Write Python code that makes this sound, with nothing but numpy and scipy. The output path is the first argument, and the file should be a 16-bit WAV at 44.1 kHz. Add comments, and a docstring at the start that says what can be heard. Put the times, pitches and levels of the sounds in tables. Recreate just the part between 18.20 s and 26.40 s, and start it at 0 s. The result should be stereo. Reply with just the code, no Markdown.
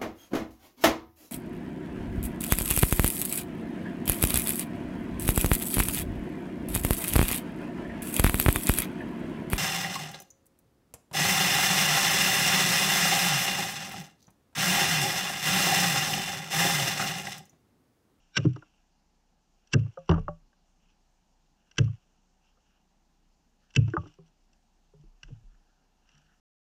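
"""Snowy ground outdoors: an axe bites into a frozen log, which rings low after each of four blows.
Cracks are torn noise with a short ring; log, thuds and knocking chips are decaying modes.
Boots and clothes rustle as grainy noise over a faint hush of narrow noise bands, a murmur and a low hum.
All but the hush, murmur and hum passes two ports' low-pass; cracks and snaps also ring their housing."""
import sys
import numpy as np
from scipy import signal
from scipy.fft import rfft, irfft, next_fast_len
from scipy.io import wavfile

SR = 44100
rng = np.random.default_rng(int(sys.argv[2]) if len(sys.argv) > 2 else 0)


def dump(signal):
    """Clip the signal to [-1, 1] and save it as 16-bit WAV at the path in sys.argv[1]."""
    limited = np.clip(np.atleast_2d(signal).T, -1, 1)
    pcm = np.round(limited * 32767).astype(np.int16)
    wavfile.write(sys.argv[1], SR, pcm)


N = 361598
LEAD_S = .05   # every burst starts this long ahead of its hit


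def amp(db):
    """Gain from dB."""
    return 10 ** (np.asarray(db) / 20)


def rms_one(x):
    """Scale to unit rms."""
    return x / np.sqrt(np.mean(x ** 2) + 1e-20)


def peak_one(x):
    """Scale to unit peak."""
    return x / np.abs(x).max()


def at_hz(points, hz):
    """Read a table on a log-frequency axis."""
    points = np.array(points)
    return np.interp(np.log(hz), np.log(points[:, 0]), points[:, 1])


def drift(rate_hz):
    """Slow random wander of spread 1: noise through a two-pole low-pass, drawn every 40 samples."""
    r = np.exp(-80 * np.pi * rate_hz / SR)
    noise = rng.standard_normal(N // 40 + 2002)
    slow = signal.lfilter([1], [1, -2 * r, r * r], noise)[2000:]
    return np.interp(np.arange(N) / 40, np.arange(len(slow)), rms_one(slow))


def add(out, s, x):
    """Mix x into out from time s."""
    i = max(round(s * SR), 0)
    out[i:i + len(x)] += x[:N - i]


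def band(x, low_hz, high_hz):
    """Steep band-pass."""
    return signal.sosfilt(signal.butter(4, [low_hz, high_hz], "band", fs=SR, output="sos"), x)


def lowpass(x, order, cut_hz):
    """Butterworth low-pass."""
    return signal.sosfilt(signal.butter(order, cut_hz, fs=SR, output="sos"), x)


def brighter(x, share):
    """Tilt towards the treble, or away from it when share is negative."""
    return signal.lfilter([1, -np.clip(share, -1, 1)], [1], x)


def mode(hz, t60_s, rise_s, phase=0):
    """A decaying sine that swells in over rise_s."""
    t = np.arange(SR // 2) / SR
    swell = 1 - np.exp(-(t / rise_s) ** 2)
    return swell * amp(-60 * t / t60_s) * np.sin(2 * np.pi * hz * t + phase)


# Hush spectrum. Each row: frequency in Hz, relative level in dB per Hz.
HUSH_SPECTRUM = [(15, -21.5), (30, -8.5), (50, -19), (105, -25), (165, -9.5), (250, -15), (424, -20.5),
                 (800, -16), (1000, -22), (1400, -28.5), (2160, -31), (3780, -37), (6500, -32), (9000, -46),
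                 (15000, -46.5)]
# Hush at the two ports. Each row: frequency in Hz, left-right correlation from -1 to 1.
HUSH_LIKENESS = [(60, 0.76), (120, -0.52), (250, -0.39), (500, -0.83), (1000, -0.71), (2030, -0.64),
                 (4100, 0.62), (8300, -0.4)]
HUSH_RMS_DB = -67


def hush():
    """Outdoor air and microphone hiss: wavering narrow bands, each with its own left-right likeness."""
    out, edges_hz = 0, 16 * 2 ** np.arange(0, 10.2, .4)
    white = rng.standard_normal((2, 2, N + SR))
    for k, (low_hz, high_hz) in enumerate(zip(edges_hz, edges_hz[1:])):
        sos = signal.butter(2, [low_hz, high_hz], "band", fs=SR, output="sos")
        mid, side = signal.sosfilt(sos, white[k % 2])[:, SR:]   # filter settled
        hz = np.sqrt(low_hz * high_hz)
        alike = np.clip(at_hz(HUSH_LIKENESS, hz), -1, 1)
        stereo = np.sqrt(1 + alike) * mid + np.sqrt(1 - alike) * side * [[1], [-1]]
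        out = out + amp(at_hz(HUSH_SPECTRUM, hz) + 1.2 * drift(6.0)) * stereo
    return amp(HUSH_RMS_DB) * rms_one(out)


MURMUR_HZ, MURMUR_RMS_DB = (700, 880), -80


def murmur():
    """Narrow steady noise, partly opposite at the two ports."""
    shared, left, right = band(rng.standard_normal((3, N)), *MURMUR_HZ)
    return amp(MURMUR_RMS_DB) * rms_one(np.array([left + 1.2 * shared, right - 0.4 * shared]))


# Low hum. Each row: frequency in Hz, level in dB before the common 1 dB cut.
HUM_PARTIALS = [(30, -67.5), (60, -77), (90, -88)]


def hum():
    """Three low sine partials, each wavering about 1 dB; right is 0.6 dB above left."""
    t, out = np.arange(N) / SR, 0
    for hz, db in HUM_PARTIALS:
        out = out + amp(db - 1 + 1.0 * drift(1.8)) * np.sin(2 * np.pi * hz * t)
    return out * amp([[-.3], [.3]])


# Housing resonances. Each row: frequency in Hz, width in Hz, level in dB.
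HOUSING_MODES = [(730, 100, -10), (1200, 600, -3), (1570, 200, -1), (2010, 97, -12.5), (2470, 360, -1),
                 (2815, 290, 4.5), (3450, 520, -16.5), (5224, 740, -17), (5840, 820, -12), (6920, 750, -19)]


def housing(x):
    """Parallel resonances of the ports, signs alternating."""
    out = 0
    for k, (hz, width_hz, db) in enumerate(HOUSING_MODES):
        r = np.exp(-np.pi * width_hz / SR)
        b = (1 - r * r) / 2 * np.array([1, 0, -1])
        a = [1, -2 * r * np.cos(2 * np.pi * hz / SR), r * r]
        out = out + (-1) ** k * amp(db) * signal.lfilter(b, a, x + 1e-18)
    return out


# Cloth and boots in snow. Each row: middle in seconds, half length in seconds, fine rustle in dB,
# coarse crunch in dB.
SWISH_TIMES = [(.05, .12, -77, -92), (0.448, 0.14, -78.5, -89.5), (1.45, 0.057, -77.5, -88.5),
               (1.8, 0.11, -74.5, -81.5), (2.68, .07, -78, -91), (3.47, .07, -77.5, -85),
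               (4.276, 0.039, -69, -92), (4.506, 0.072, -74, -85), (5.47, 0.065, -79.5, -80),
               (5.72, 0.069, -72.5, -76), (5.879, .09, -71.5, -87), (7.091, 0.064, -72, -78),
               (7.453, .25, -88.5, -81.5), (7.96, 0.098, -72, -74), (8.111, 0.055, -80.5, -72)]
# Crumbs and splinters raining down after each blow and after the chunk lands.
# Each row: start in seconds, level in dB, t60 in seconds.
CRUMB_FALLS = [(.167, -63.5, 0.94), (1.533, -66, 0.7), (1.893, -55.5, 0.38), (3.582, -60.5, 0.54),
               (5.562, -67.5, 1.13)]
CALM_FINE_DB, CALM_COARSE_DB = -87, -89   # between the swishes
CRUMBS_RISE_S, CRUMBS_GRAIN_DB, CRUMBS_GRAIN_RATE_HZ = 0.013, 6, 130


def rustle_levels():
    """Fine and coarse gain of a calm bed with bell-shaped swishes; gain of crumbs that swell and die."""
    t = np.arange(N) / SR
    gain, crumbs = amp([[CALM_FINE_DB], [CALM_COARSE_DB]]) * np.ones(N), 0
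    for s, half_s, fine_db, coarse_db in SWISH_TIMES:
        gain = gain + amp([[fine_db], [coarse_db]]) * np.exp(-((t - s) / half_s) ** 2)
    for s, db, t60_s in CRUMB_FALLS:
        after = np.maximum(t - s, 0)
        swell = 1 - np.exp(-(after / CRUMBS_RISE_S) ** 2)
        crumbs = crumbs + swell * amp(db - 60 * after / t60_s)
    grain = amp(CRUMBS_GRAIN_DB * np.minimum(drift(CRUMBS_GRAIN_RATE_HZ), 2))
    return *gain, crumbs * grain


RUSTLE_FLICKER_DB, RUSTLE_BRIGHTNESS = 2.2, .9
CRUNCH_HZ, CRUMBS_HZ, CRUMBS_COARSE_DB = (1250, 1800), (900, 2600), -0.5


def rustle():
    """Cloth and crumbs: grainy noise, slightly opposite at the two ports."""
    fine_gain, coarse_gain, crumbs = rustle_levels()
    shared, own = rng.standard_normal((2, N)), rng.standard_normal((2, N))
    thin = brighter(0.11 * shared[0] * [[1], [-1]] + own, RUSTLE_BRIGHTNESS)
    flicker = amp(RUSTLE_FLICKER_DB * drift(31))
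    fine = (fine_gain + crumbs) * flicker * rms_one(housing(thin))
    rough = shared[1] * [[1], [-1]] + 2.4 * own[::-1, ::-1]
    coarse = coarse_gain * amp(2.6 * drift(30)) * rms_one(band(rough, *CRUNCH_HZ))
    return fine + coarse + crumbs * amp(CRUMBS_COARSE_DB) * rms_one(band(rough, *CRUMBS_HZ))


# Hiss into the first crack. Each row: frequency in Hz, width in Hz, level in dB.
LEAD_IN_BANDS = [(1511.6, 130, -0.5), (2387, 220, -2), (3768, 390, -7.5), (5544, 260, -11)]
LEAD_IN_PEAK_S, LEAD_IN_DB, LEAD_IN_GROW_MS, LEAD_IN_DIE_MS = .174, -16, 7.5, 4.3


def lead_in():
    """Narrow hissing bands swell up into the first crack, then die."""
    ms = np.arange(SR // 10) / SR * 1000 - 60
    swell = np.exp(np.minimum(ms, 0) / LEAD_IN_GROW_MS - np.maximum(ms, 0) / LEAD_IN_DIE_MS)
    out, noise, hiss = np.zeros(N), rng.standard_normal(len(ms)), 0
    for hz, width_hz, db in LEAD_IN_BANDS:
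        hiss = hiss + amp(db) * rms_one(band(noise, hz - width_hz / 2, hz + width_hz / 2))
    add(out, LEAD_IN_PEAK_S - .06, amp(LEAD_IN_DB) * swell * hiss)
    return out


def burst(creep_db, creep_ms, length_ms, tail_db, tail_ms):
    """Fibres tearing: noise that creeps in, holds and dies; starts LEAD_S ahead of the hit."""
    ms = np.arange(SR // 4) / SR * 1000 - 1000 * LEAD_S
    after = np.maximum(ms, 0)
    creep = amp(creep_db) * np.exp(np.minimum(ms, 0) / creep_ms) * (ms < 0)
    hold = np.exp(-(after / length_ms) ** 4 - 0.13 * after / length_ms)
    tail = amp(tail_db) * np.exp(-after / tail_ms)
    hit = (1 - np.exp(-after / 0.96)) * (hold + tail)
    return (creep + hit) * rng.standard_normal(len(ms))


def snap(length_ms, share):
    """One short crack as the housing colours it, peak 1."""
    return peak_one(housing(brighter(burst(-38.5, 1, length_ms, -16.0, 15.0), share)))


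# Log modes, before the pitch and damping factors and the tilt of each push.
# Each row: frequency in Hz, level in dB, t60 in seconds.
LOG_MODES = [(55.6, -11.5, 0.27), (87.8, -14.5, 0.81), (112.3, 0.5, .64), (136.6, -16, 1),
             (143.6, 3.5, 0.36), (171, -7, 0.37), (228, -4, .09), (276, -11, 0.23), (318.4, -7, 0.067),
             (390, -20, 0.04), (463, -17, 0.2), (520, -22.5, 0.015), (576, -20.5, 0.062)]
LOG_RISE_CYCLES, LOG_SETTLE_S = 1.4, .16
LOG_HEAD_START_S = .004   # the log is already moving while the edge sinks in


def log_ring(pitch, damping, tilt_db_per_octave):
    """Low modes need some cycles to build; the snow bed swallows the end of the ring."""
    t, ring = np.arange(SR // 2) / SR, 0
    for hz, db, t60_s in LOG_MODES:
        phase = 2 * np.pi * hz * pitch * LOG_HEAD_START_S
        gain = amp(db + tilt_db_per_octave * np.log2(hz / 108))
        ring = ring + gain * mode(hz * pitch, t60_s * damping, LOG_RISE_CYCLES / hz, phase)
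    return ring * np.exp(-(t / LOG_SETTLE_S) ** 6)


# Axe blows. Each row: hit in seconds, crack in dB, brightness from -1 to 1, early ticks in dB,
# splitting before the hit in dB and in ms, crack length in ms, woody body in dB, log in dB,
# log tilt in dB per octave (positive is brighter), crack ring in dB.
AXE_BLOWS = [(.167, -3.5, -.6, -31, -20, 7.1, 12.4, -17.5, -27.5, 3, -7),
             (1.533, -6.5, 0.55, -56, -12, 5, 9, -12.5, -17, 0.4, -8.5),
             (3.582, -4.5, 0.02, -31, -55.5, 11.3, 6.45, -16.5, -16.5, -2, -4.5),
             (5.562, -9.5, 0.2, -25, -48, 7.7, 4.7, -21.5, -15, -2, 2)]
# Short ring near 2.8 kHz in each crack. Each row: frequency in Hz, dB against the crack ring,
# t60 in seconds.
CRACK_RING_MODES = [(2656, -1, .024), (2964, -7.5, 0.026)]
EARLY_TICK_S = 0.012   # two faint ticks before each crack, this far apart
CRACK_TAIL_DB, CRACK_TAIL_MS = -30, 12


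def axe():
    """Each blow cracks the wood with a short ring, rattles the woody body and sets the log ringing."""
    crack, log = np.zeros(N), np.zeros(N)
    for (s, db, bright, tick_db, creep_db, creep_ms, length_ms,
         body_db, log_db, tilt_db, crack_ring_db) in AXE_BLOWS:
        start = s - LEAD_S
        tear = burst(creep_db, creep_ms, length_ms, CRACK_TAIL_DB, CRACK_TAIL_MS)
        add(crack, start, amp(db) * peak_one(housing(brighter(tear, bright))))
        for hz, mode_db, t60_s in CRACK_RING_MODES:
            add(crack, s, amp(crack_ring_db + mode_db) * mode(hz, t60_s, 0.00075))
        add(crack, start - EARLY_TICK_S, amp(tick_db) * snap(6.0, bright))
        add(crack, start - 2 * EARLY_TICK_S, amp(tick_db - 10) * snap(4.7, bright))
        body = band(burst(creep_db, creep_ms, 2 * length_ms, -17, 25.0), 900, 1500)
        add(log, start, amp(body_db) * peak_one(body))
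        low_body = band(burst(-38, 1, 33.0, -7.5, 35.0), 160, 650)
        add(log, start + .006, amp(body_db - 6.0) * peak_one(low_body))
        add(log, s, amp(log_db) * log_ring(0.97, 0.99, tilt_db))
    return crack, log


TREES_DB, TREES_T60_S, TREES_DELAY_S = -37, 0.5, 0.014


def trees(x):
    """A faint diffuse return from the wood's edge: decaying noise that swells in after a gap."""
    t = np.arange(SR // 2) / SR
    swell = 1 - np.exp(-(t / TREES_DELAY_S) ** 4)
    tail = rng.standard_normal((2, len(t))) * amp(-60 * t / TREES_T60_S) * swell
    tail = tail / np.sqrt(np.sum(tail ** 2) / 2)
    return amp(TREES_DB) * signal.fftconvolve(x[None], tail, axes=1)[:, :N]


# Dry snaps of bark and ice. Each row: hit in seconds, peak in dB, length in ms.
SNAP_HITS = [(.2014, -36, 3.4), (.2294, -34.5, 29), (.2894, -44.5, 5.4), (.3311, -45, 7.3),
             (0.359, -42, 6.5), (1.4715, -50, 7.2), (1.5923, -37.5, 6), (1.7365, -58, 6), (1.788, -53.5, 4),
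             (1.876, -45.5, 15), (1.8582, -54, 6.6), (3.5119, -39, 5.4), (3.6416, -40.5, 5.4),
             (5.5044, -44, 7.9), (5.6176, -64, 5.4), (5.679, -46, 7.2), (5.6994, -40, 3.9),
             (5.8694, -45, 14), (5.9389, -50, 4.5), (6.0601, -55.5, 18), (6.077, -53.5, 4),
             (6.33, -49.5, 7.3), (6.8094, -58, 6), (7.0309, -23.5, 5.7), (7.8895, -43, 2.9),
             (7.9153, -53.5, 6.7), (7.9493, -49, 6.1), (7.9774, -49.5, 6.7), (8.0152, -55.5, 5.1)]
SNAP_BRIGHT, SNAP_BRIGHT_PER_DB = .45, -0.96   # brightness at -49 dB; faint snaps are thinner


def snaps():
    """Short tearing bursts."""
    out = np.zeros(N)
    for s, db, length_ms in SNAP_HITS:
        bright = SNAP_BRIGHT + SNAP_BRIGHT_PER_DB * (db + 49)
        add(out, s - LEAD_S, amp(db) * snap(length_ms, bright))
    return out


# Jolts reaching log and ground without a crack. Each row: start in seconds, log in dB,
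# log pitch factor, log t60 factor, ground in dB, left minus right in dB.
JOLT_PUSHES = [(0.246, -13, 1.104, 0.41, -58, -2), (1.911, -35.5, 1.38, 1, -23, -6),
               (1.963, -31, .8, .5, -20.5, -3.5), (2.04, -48.5, 1, 0.58, -32, -4),
               (2.2, -67.5, 1.2, .46, -50.5, 2), (5.772, -32, .95, .37, -47, -8),
               (6.73, -76, 1.04, 0.58, -49, -4), (6.829, -62, 1.32, .56, -37.5, -4.5),
               (6.923, -86, 1.5, .64, -48, 2), (7.033, -62, 1.2, 0.66, -33.5, 2.5),
               (7.102, -37, 0.99, 0.47, -58.5, 3), (7.228, -67, 1.45, 0.82, -34.5, 1.5),
               (7.309, -76.5, 0.93, .78, -41.5, -3)]
GROUND_FIRST_HZ, GROUND_LAST_HZ, GROUND_SETTLE_S, GROUND_T60_S = 41, 30, 0.037, 0.33
GROUND_RISE_S = 0.049 * GROUND_LAST_HZ / GROUND_FIRST_HZ


def jolts():
    """Dull pushes into the log; a low ground throb swells in, settling from 41 to 30 Hz."""
    out, t = np.zeros((2, N)), np.arange(SR // 2) / SR
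    hz = GROUND_LAST_HZ + (GROUND_FIRST_HZ - GROUND_LAST_HZ) * np.exp(-(t / GROUND_SETTLE_S) ** 2)
    swell = (1 - np.exp(-(t / GROUND_RISE_S) ** 2)) * amp(-60 * t / GROUND_T60_S)
    ground = swell * np.sin(2 * np.pi * np.cumsum(hz) / SR)
    for s, log_db, pitch, damping, ground_db, pan_db in JOLT_PUSHES:
        push = amp(log_db) * log_ring(pitch, damping, 0.1) + amp(ground_db) * ground
        add(out[0], s, amp(pan_db / 2) * push)
        add(out[1], s, amp(-pan_db / 2) * push)
    return out


# Wood pieces knocking. Each row: hit in seconds, knock in dB, pitch in Hz, low pitch in Hz,
# low level in dB, snap in dB, rattle in dB.
KNOCK_HITS = [(.249, -40, 1380, 306, -18, -32, -34), (.361, -41, 1250, 306, -42, -37, -41),
              (.423, -42, 1390, 310.5, -57, -56.5, -50), (1.661, -49, 1166, 291, -55.5, -46.5, -56),
              (1.773, -34, 1220, 537, -32.5, -65, -45.5), (1.892, -19.5, 1003, 366.4, -21.5, -13, -21.5),
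              (1.911, -17.5, 1150, 305.3, -28, -17.5, -20.5), (1.924, -31, 1125, 293.5, -30.5, -43.5, -27),
              (1.939, -26.5, 1206, 342, -51, -33, -30.5), (1.958, -36.5, 1072, 283, -47, -51.5, -33.5),
              (1.978, -29.5, 1140, 438.3, -37, -44, -35), (2.081, -21.5, 1135, 590.2, -28.5, -40, -33.5),
              (2.329, -58.5, 1570, 570.2, -85, -57, -82), (3.677, -48.5, 1130, 287, -69.5, -60, -56.5),
              (4.372, -62.5, 1220, 520, -69, -73, -69), (5.678, -45, 915, 304, -40.5, -37.5, -46.5),
              (5.736, -25, 1490, 334.3, -24.5, -46.5, -34), (5.767, -13.5, 1230, 321, -37, -40, -30.5),
              (5.833, -43.5, 1150, 347, -48.5, -65, -54.5), (5.857, -46.5, 1230, 300, -45.5, -57.5, -48.5),
              (5.986, -57, 1030, 390, -49.5, -64, -62.5), (6.735, -62.5, 902, 414, -54.5, -80.5, -66),
              (6.836, -76, 1015, 326, -59.5, -80, -78), (7.082, -60, 1532, 328, -56, -80, -56)]
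# The trunk answers each knock. Each row: frequency in Hz, dB against the knock, t60 in seconds.
TRUNK_MODES = [(1138, -21.5, 0.17), (590, -20.5, 0.09)]
KNOCK_T60_S, KNOCK_TOP_HZ = .042, 1820
KNOCK_SNAP_TOP_HZ = 4200   # blunt wood on wood has little treble


def knocks():
    """A loose piece rings in a cluster of close modes and a lower pair, rattles on, and snaps on top."""
    wood, top, t60_s = np.zeros(N), np.zeros(N), KNOCK_T60_S
    phases = rng.uniform(0, 2 * np.pi, (len(KNOCK_HITS), 5))
    for (s, db, hz, low_hz, low_db, snap_db, rattle_db), phase in zip(KNOCK_HITS, phases):
        start = s - LEAD_S
        high = mode(hz, t60_s, 0.00072, phase[0])
        high = high + 1.2 * mode(hz * 1.1, t60_s * 0.34, 0.00062, phase[1])
        high = high + 0.47 * mode(hz * 0.72, t60_s, 0.0034, phase[2])
        for ring_hz, ring_db, ring_t60_s in TRUNK_MODES:
            high = high + amp(ring_db) * mode(ring_hz, ring_t60_s, 0.0011, phase[2])
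        low = mode(low_hz, t60_s * 2.9, 0.0027, phase[3])
        low = low + .45 * mode(low_hz * 1.3, t60_s * 2.4, .003, phase[4])
        add(wood, s, amp(db) * high + amp(low_db) * low)
        rattle = band(burst(-24.5, 5.0, 14.0, -13.0, 30.0), 310, 1500)
        add(wood, start, amp(rattle_db) * peak_one(rattle))
        add(top, start, amp(snap_db) * snap(5.6, -0.8))
    return lowpass(wood, 4, KNOCK_TOP_HZ), lowpass(top, 2, KNOCK_SNAP_TOP_HZ)


# Falling chunks and boots. Each row: start in seconds, level in dB, pitch factor, t60 factor,
# weight on the deep modes in dB, left minus right in dB.
THUD_HITS = [(1.782, -46.5, 1.04, 0.7, -14, -1.5), (1.893, -14.5, 1.04, 1.14, -1.7, -8.5),
             (2.084, -33.5, 1.04, 0.72, -5.5, -8), (5.771, -28.5, 1.05, 0.53, 2.5, -8.5),
             (5.858, -48, 1.02, 0.66, -17, -5), (5.989, -47, 1.03, 0.87, -23, -6.5),
             (6.742, -53, 0.97, 1.5, -15, -2.5), (6.795, -50.5, 0.94, 1.22, -18, 2),
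             (7.031, -53.5, .85, 1.01, -16, 2.5), (7.939, -60, 0.93, 1.5, -13.5, 4),
             (8.039, -62.5, 0.98, 0.67, -11.5, -0.8)]
# Thud modes, before those factors. Each row: frequency in Hz, level in dB, t60 in seconds.
THUD_MODES = [(80.63, 1.5, 0.27), (116, -13, 0.067), (157.4, 0.04, 0.33)]
THUD_RISE_CYCLES, THUD_SETTLE_S, DEEP_BELOW_HZ = 0.76, 0.12, 140


def thuds():
    """A few low modes swell in and ring until the snow swallows them."""
    out, t = np.zeros((2, N)), np.arange(SR // 2) / SR
    for s, db, pitch, damping, deep_db, pan_db in THUD_HITS:
        ring = 0
        for hz, mode_db, t60_s in THUD_MODES:
            gain = amp(db + mode_db + deep_db * (hz < DEEP_BELOW_HZ))
            ring = ring + gain * mode(hz * pitch, t60_s * damping, THUD_RISE_CYCLES / hz)
        ring = ring * np.exp(-(t / THUD_SETTLE_S) ** 6)
        add(out[0], s, amp(pan_db / 2) * ring)
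        add(out[1], s, amp(-pan_db / 2) * ring)
    return out


def ports(x, lead, balance):
    """The two ports hear one source with their own phase and level at each pitch."""
    size = next_fast_len(N)
    hz = np.arange(size // 2 + 1) * SR / size + 1
    half = amp(at_hz(balance, hz) / 2) * np.exp(.5j * np.interp(hz, *np.transpose(lead)))
    return irfft(rfft(x, size) * [half, 1 / half], size)[:, :N]


# Port phase for axe and for chips. Each row: frequency in Hz, left lead in radians.
AXE_PHASE = [(0, 0), (260, 0.4), (690, -3.0), (1380, -3.6), (2070, 1.8), (2670, 3.7), (4050, 4.0),
             (4820, 6.1), (5340, 10.4), (5940, 12.8), (6290, 17.4), (6980, 15.5), (7580, 10.9),
             (8440, 12.1)]
CHIP_PHASE = [(0, 0), (300, -.3), (580, -3.1), (1290, -4.0), (2150, -4.2), (3200, -2.0)]
# Port level for axe and for chips. Each row: frequency in Hz, left minus right in dB.
AXE_LEVEL = [(60, -1.0), (100, -0.5), (180, 0.0), (310, -2.0), (540, -3.5), (930, -2.0), (1600, 1.0),
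             (2780, 1.5), (4800, 4.5), (8300, -1.5)]
CHIP_LEVEL = [(60, -16), (100, -3), (180, -12), (310, -14.5), (540, -16.5), (930, -11.5), (1600, -8),
              (2780, -3), (4800, -27), (8300, -10.5)]
PORT_CUT_HZ = 7500


def scene():
    """Axe and loose wood reach the ports from two sides; the ports' membranes stop the top."""
    crack, log = axe()
    wood, top = knocks()
    bright = crack + lead_in() + top + snaps()
    near = ports(bright + log, AXE_PHASE, AXE_LEVEL) + ports(wood, CHIP_PHASE, CHIP_LEVEL)
    near = near + jolts() + thuds()
    near = near + trees(band(bright + wood + log, 300, 7100)) + rustle()
    return lowpass(near, 10, PORT_CUT_HZ) + hush() + murmur() + hum()


STOP_HZ, STOP_DB = 15850, 60


def record(dry):
    """Steep low-pass: everything above STOP_HZ is at least STOP_DB down."""
    return signal.sosfilt(signal.cheby2(12, STOP_DB, STOP_HZ, fs=SR, output="sos"), dry)


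dry = scene()
out = record(dry)
dump(out)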